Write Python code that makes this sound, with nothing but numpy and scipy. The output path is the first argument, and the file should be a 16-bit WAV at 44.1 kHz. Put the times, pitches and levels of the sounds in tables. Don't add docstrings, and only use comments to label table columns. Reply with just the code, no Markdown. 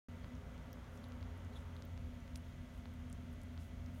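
import sys
import numpy as np
from scipy import signal
from scipy.fft import rfft, irfft
from scipy.io import wavfile

SR = 44100
rng = np.random.default_rng(int(sys.argv[2]) if len(sys.argv) > 2 else 0)


def dump(signal):
    limited = np.clip(np.atleast_2d(signal).T, -1, 1)
    pcm = np.round(limited * 32767).astype(np.int16)
    wavfile.write(sys.argv[1], SR, pcm)


N = 176400


def tongue_ticks():
    # t/s, peak level/dB, resonance f/Hz, time constant/ms
    ticks = [(.3527, -59, 5900, .2), (0.5792, -51, 4200, 0.082), (.7301, -47.5, 13500, .1),
             (.7302, -51.5, 5650, 0.3), (.9756, -56, 6000, .18), (1.0354, -64, 11300, .2),
             (1.0418, -68, 11200, 0.26), (1.0856, -57, 14100, .09), (1.2106, -58, 4300, .25),
             (1.3769, -61, 10900, 0.26), (1.4487, -54, 6100, .07), (1.7657, -49, 3680, 0.25),
             (1.853, -49, 15000, .1), (2.2046, -59, 6360, 0.19), (2.3556, -48, 4650, .09),
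             (2.3596, -41.5, 8900, 0.12), (2.3665, -50, 10900, .05), (2.375, -49, 9900, .09),
             (2.3805, -60, 10100, .09), (2.5244, -61, 3910, 0.28), (2.9382, -56, 12890, .06),
             (3.1, -50, 9370, .13), (3.1281, -41, 8050, 0.084), (3.3143, -58, 13780, .09),
             (3.3293, -57, 11000, .09), (3.3393, -57, 10100, .08), (3.4168, -47, 6600, .05),
             (3.4349, -48.5, 9500, 0.064), (3.862, -48, 5360, 0.092)]
    out = np.zeros(N)
    snap_envelope = swell(ms=0.074)
    for start, db, hz, ms in ticks:
        snap = undb(-12) * snap_envelope * rng.standard_normal(len(snap_envelope))
        add(out, start, undb(db) * (ring(hz, ms) + snap))
    return out


def lip_smacks():
    # t/s, tick level/dB, tick f/Hz, tick time constant/ms, pop level/dB, pop f/Hz
    smacks = [(0.2448, -54, 4500, 0.2, -48, 1100), (.8435, -55, 3700, 0.16, -55, 1600),
              (1.0415, -47, 3800, 0.2, -52, 1100), (1.1214, -50.5, 4860, .1, -53, 904),
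              (1.2283, -52, 4300, .16, -49.5, 900), (1.823, -45.5, 5050, 0.067, -52, 1600),
              (1.9769, -55, 4300, .13, -46.5, 750), (2.279, -57, 4500, .11, -53, 1650),
              (2.358, -38, 4570, 0.085, -48, 2280), (2.8564, -53.5, 4250, 0.21, -46.5, 720),
              (3.5771, -53, 4360, 0.15, -50, 1202)]
    pop_ms, mode_ratio = 0.31, 2.5
    out = np.zeros(N)
    for start, tick_db, tick_hz, tick_ms, pop_db, pop_hz in smacks:
        pop = ring(pop_hz, pop_ms) + ring(pop_hz * mode_ratio, pop_ms / mode_ratio)
        add(out, start, undb(tick_db) * ring(tick_hz, tick_ms) + undb(pop_db) * pop)
    return out


def room_reflections(direct):
    decay_s = 0.007
    delay = np.arange(N // 20) / SR
    response = rng.standard_normal(len(delay)) * np.exp(-delay / decay_s)
    return undb(-15) * signal.fftconvolve(direct, response / np.linalg.norm(response))[:N]


def suction_squeaks(t):
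    # centre t/s, Gaussian half width/s, level/dB, f/Hz, relative overtone level/dB
    squeaks = [(0.241, 0.0057, -73, 4390, -20), (1.044, .007, -72, 3680, -6),
               (1.537, 0.0046, -68, 3930, -12), (1.567, 0.0082, -62, 3570, -14)]
    rasp = baseband_noise(width_hz=920)
    overtone_hz = 11030
    overtone = baseband_noise(width_hz=880) * np.exp(2j * np.pi * overtone_hz * t)
    out = np.zeros(N)
    for centre, half_width, db, hz, overtone_db in squeaks:
        whistle = rasp * np.exp(2j * np.pi * hz * t) + undb(overtone_db) * overtone
        out += undb(db) * gaussian(t, centre, half_width) * whistle.real
    return out


def fur_brushes(t):
    # centre t/s, Gaussian half width/s, level before the grain/dB, band centre f/Hz
    brushes = [(.955, .028, -77, 8000), (1.585, 0.034, -76.5, 6200), (2.49, .025, -82, 14000),
               (2.76, .028, -79, 8490), (3.608, .018, -74, 6500), (3.642, 0.013, -75, 10100),
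               (3.672, .018, -79, 13000), (3.974, 0.044, -77, 11500)]
    half_band_octaves, grain_db = 0.7, 3
    f = np.maximum(np.arange(N // 2 + 1) * SR / N, 1)
    out = np.zeros(N)
    for centre, half_width, db, hz in brushes:
        band = 1 / np.sqrt(1 + (np.log2(f / hz) / half_band_octaves) ** 4)
        hiss = irfft(rfft(rng.standard_normal(N)) * band, N)
        out += undb(db) * gaussian(t, centre, half_width) * hiss / hiss.std()
    return out * undb(grain_db * walk(200))


def machine_hum(t):
    # t/s, f/Hz, rms level/dB
    drone_course = [(.1, 88.06, -54.5), (.9, 88, -59), (1.3, 87.16, -50.5), (1.8, 86.7, -49.5),
                    (2.2, 83.7, -53.5), (2.55, 84.05, -55.5), (3.2, 84, -52.5), (4, 84.8, -48.5)]
    # f/Hz, rms level/dB, pitch wander/Hz, flutter/dB
    hum_lines = [(59.43, -61, 1.2, -1), (119.8, -68, 1, -3), (170.4, -67.5, 2.08, 0.5),
                 (246.1, -59, 1.58, 2.5), (411.4, -77, 2, 3), (512, -79, 3, 6), (687.4, -75, 1, 1.5),
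                 (919, -82, 9, 2.5), (1997, -79, 0.88, 2.5), (2010, -96, 2.3, 2), (2210, -84.5, 3, 1),
                 (3330, -93.5, 10, 7.5), (6340, -98.5, 22, 4)]
    when, drone_hz, drone_db = np.array(drone_course).T
    drone = tone(np.interp(t, when, drone_hz), wander_hz=1.6, flutter_db=2)
    drone *= undb(np.interp(t, when, drone_db))
    hum = sum(undb(db) * tone(hz, wander, flutter) for hz, db, wander, flutter in hum_lines)
    return drone + hum


def distant_wash(t):
    # f/Hz, spectral density level/dB
    spectrum = [(250, -105), (420, -96), (540, -96), (800, -96), (1300, -97), (1700, -101), (2400, -112),
                (5000, -130)]
    # f/Hz, rms level/dB
    lines = [(415, -73), (511, -73.5), (526, -76), (565, -76), (922, -77.5)]
    # t/s, gain/dB
    fade = [(0, -3), (.55, -1.5), (1.15, 0), (1.75, -1), (2.1, -13), (3, -10.5), (4, -12)]
    wash = noise(spectrum) + sum(undb(db) * tone(hz, wander_hz=3.04, flutter_db=2) for hz, db in lines)
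    return wash * undb(np.interp(t, *np.array(fade).T))


def room_noise(t):
    # f/Hz, spectral density level/dB
    rumble_spectrum = [(12, -112), (25, -90.5), (38, -73.5), (75, -70.5), (100, -78.5), (165, -79),
                       (190, -85.5), (215, -79), (255, -79.5), (280, -88.5), (350, -100), (600, -125)]
    # t/s, gain/dB
    sway = [(0, -1), (.45, 1), (1, -1.5), (1.5, 0), (2.35, -0.5), (3, 0.7), (4, 0.5)]
    # f/Hz, spectral density level/dB
    air_spectrum = [(200, -92.5), (470, -97), (560, -90), (690, -97), (790, -102), (920, -100),
                    (1100, -100.5), (1350, -98), (1800, -102.5), (2050, -101), (2500, -105), (3250, -104),
                    (3800, -109.5), (5000, -114.5), (6500, -112.5), (7100, -115), (7700, -120.5),
                    (9400, -118), (10400, -123), (11500, -120.3), (15900, -123.5)]
    rumble = noise(rumble_spectrum) * undb(np.interp(t, *np.array(sway).T))
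    return rumble + noise(air_spectrum)


def ring(hz, ms):
    envelope = swell(ms)
    return envelope * np.sin(2 * np.pi * (hz * np.arange(len(envelope)) / SR + rng.random()))


def swell(ms, size=512):
    u = np.arange(size) / SR * 1000 / ms
    return u * np.exp(1 - u)


def gaussian(t, centre, half_width):
    return np.exp(-.5 * ((t - centre) / half_width) ** 2)


def tone(hz, wander_hz, flutter_db):
    phase = 2 * np.pi * np.cumsum(hz + wander_hz * walk(8.03)) / SR
    y = np.sin(phase) * undb(flutter_db * walk(7.3))
    return y / y.std()


def noise(points):
    hz, db = np.array(points).T
    f = np.maximum(np.arange(N // 2 + 1) * SR / N, 1)
    gain = undb(np.interp(np.log(f), np.log(hz), db, left=-np.inf, right=-np.inf))
    return irfft(rfft(rng.standard_normal(N)) * gain, N) * np.sqrt(SR / 2)


def baseband_noise(width_hz):
    return walk(width_hz / 2) + 1j * walk(width_hz / 2)


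def walk(corner_hz):
    f = np.arange(N // 2 + 1) * SR / N
    y = irfft(rfft(rng.standard_normal(N)) / (1 + (f / corner_hz) ** 4), N)
    return y / y.std()


def undb(db):
    return 10 ** (np.asarray(db) / 20)


def add(out, start, sound):
    i = int(np.clip(start * SR, 0, N - 1))
    out[i:i + len(sound)] += sound[:N - i]


def scene():
    t = np.arange(N) / SR
    background = machine_hum(t) + distant_wash(t) + room_noise(t)
    fur = fur_brushes(t)
    squeaks = suction_squeaks(t)
    suckling = tongue_ticks() + lip_smacks()
    return (suckling + room_reflections(suckling) + squeaks + fur + background)[None]


def record(dry):
    open_s, ramp_s, cutoff_hz = 0.084, 0.002, 16050
    gate = np.clip((np.arange(N) / SR - open_s) / ramp_s, 0, 1)
    low_pass = signal.ellip(10, .1, 70, cutoff_hz, fs=SR, output="sos")
    return signal.sosfilt(low_pass, dry * gate)


dry = scene()
out = record(dry)
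dump(out)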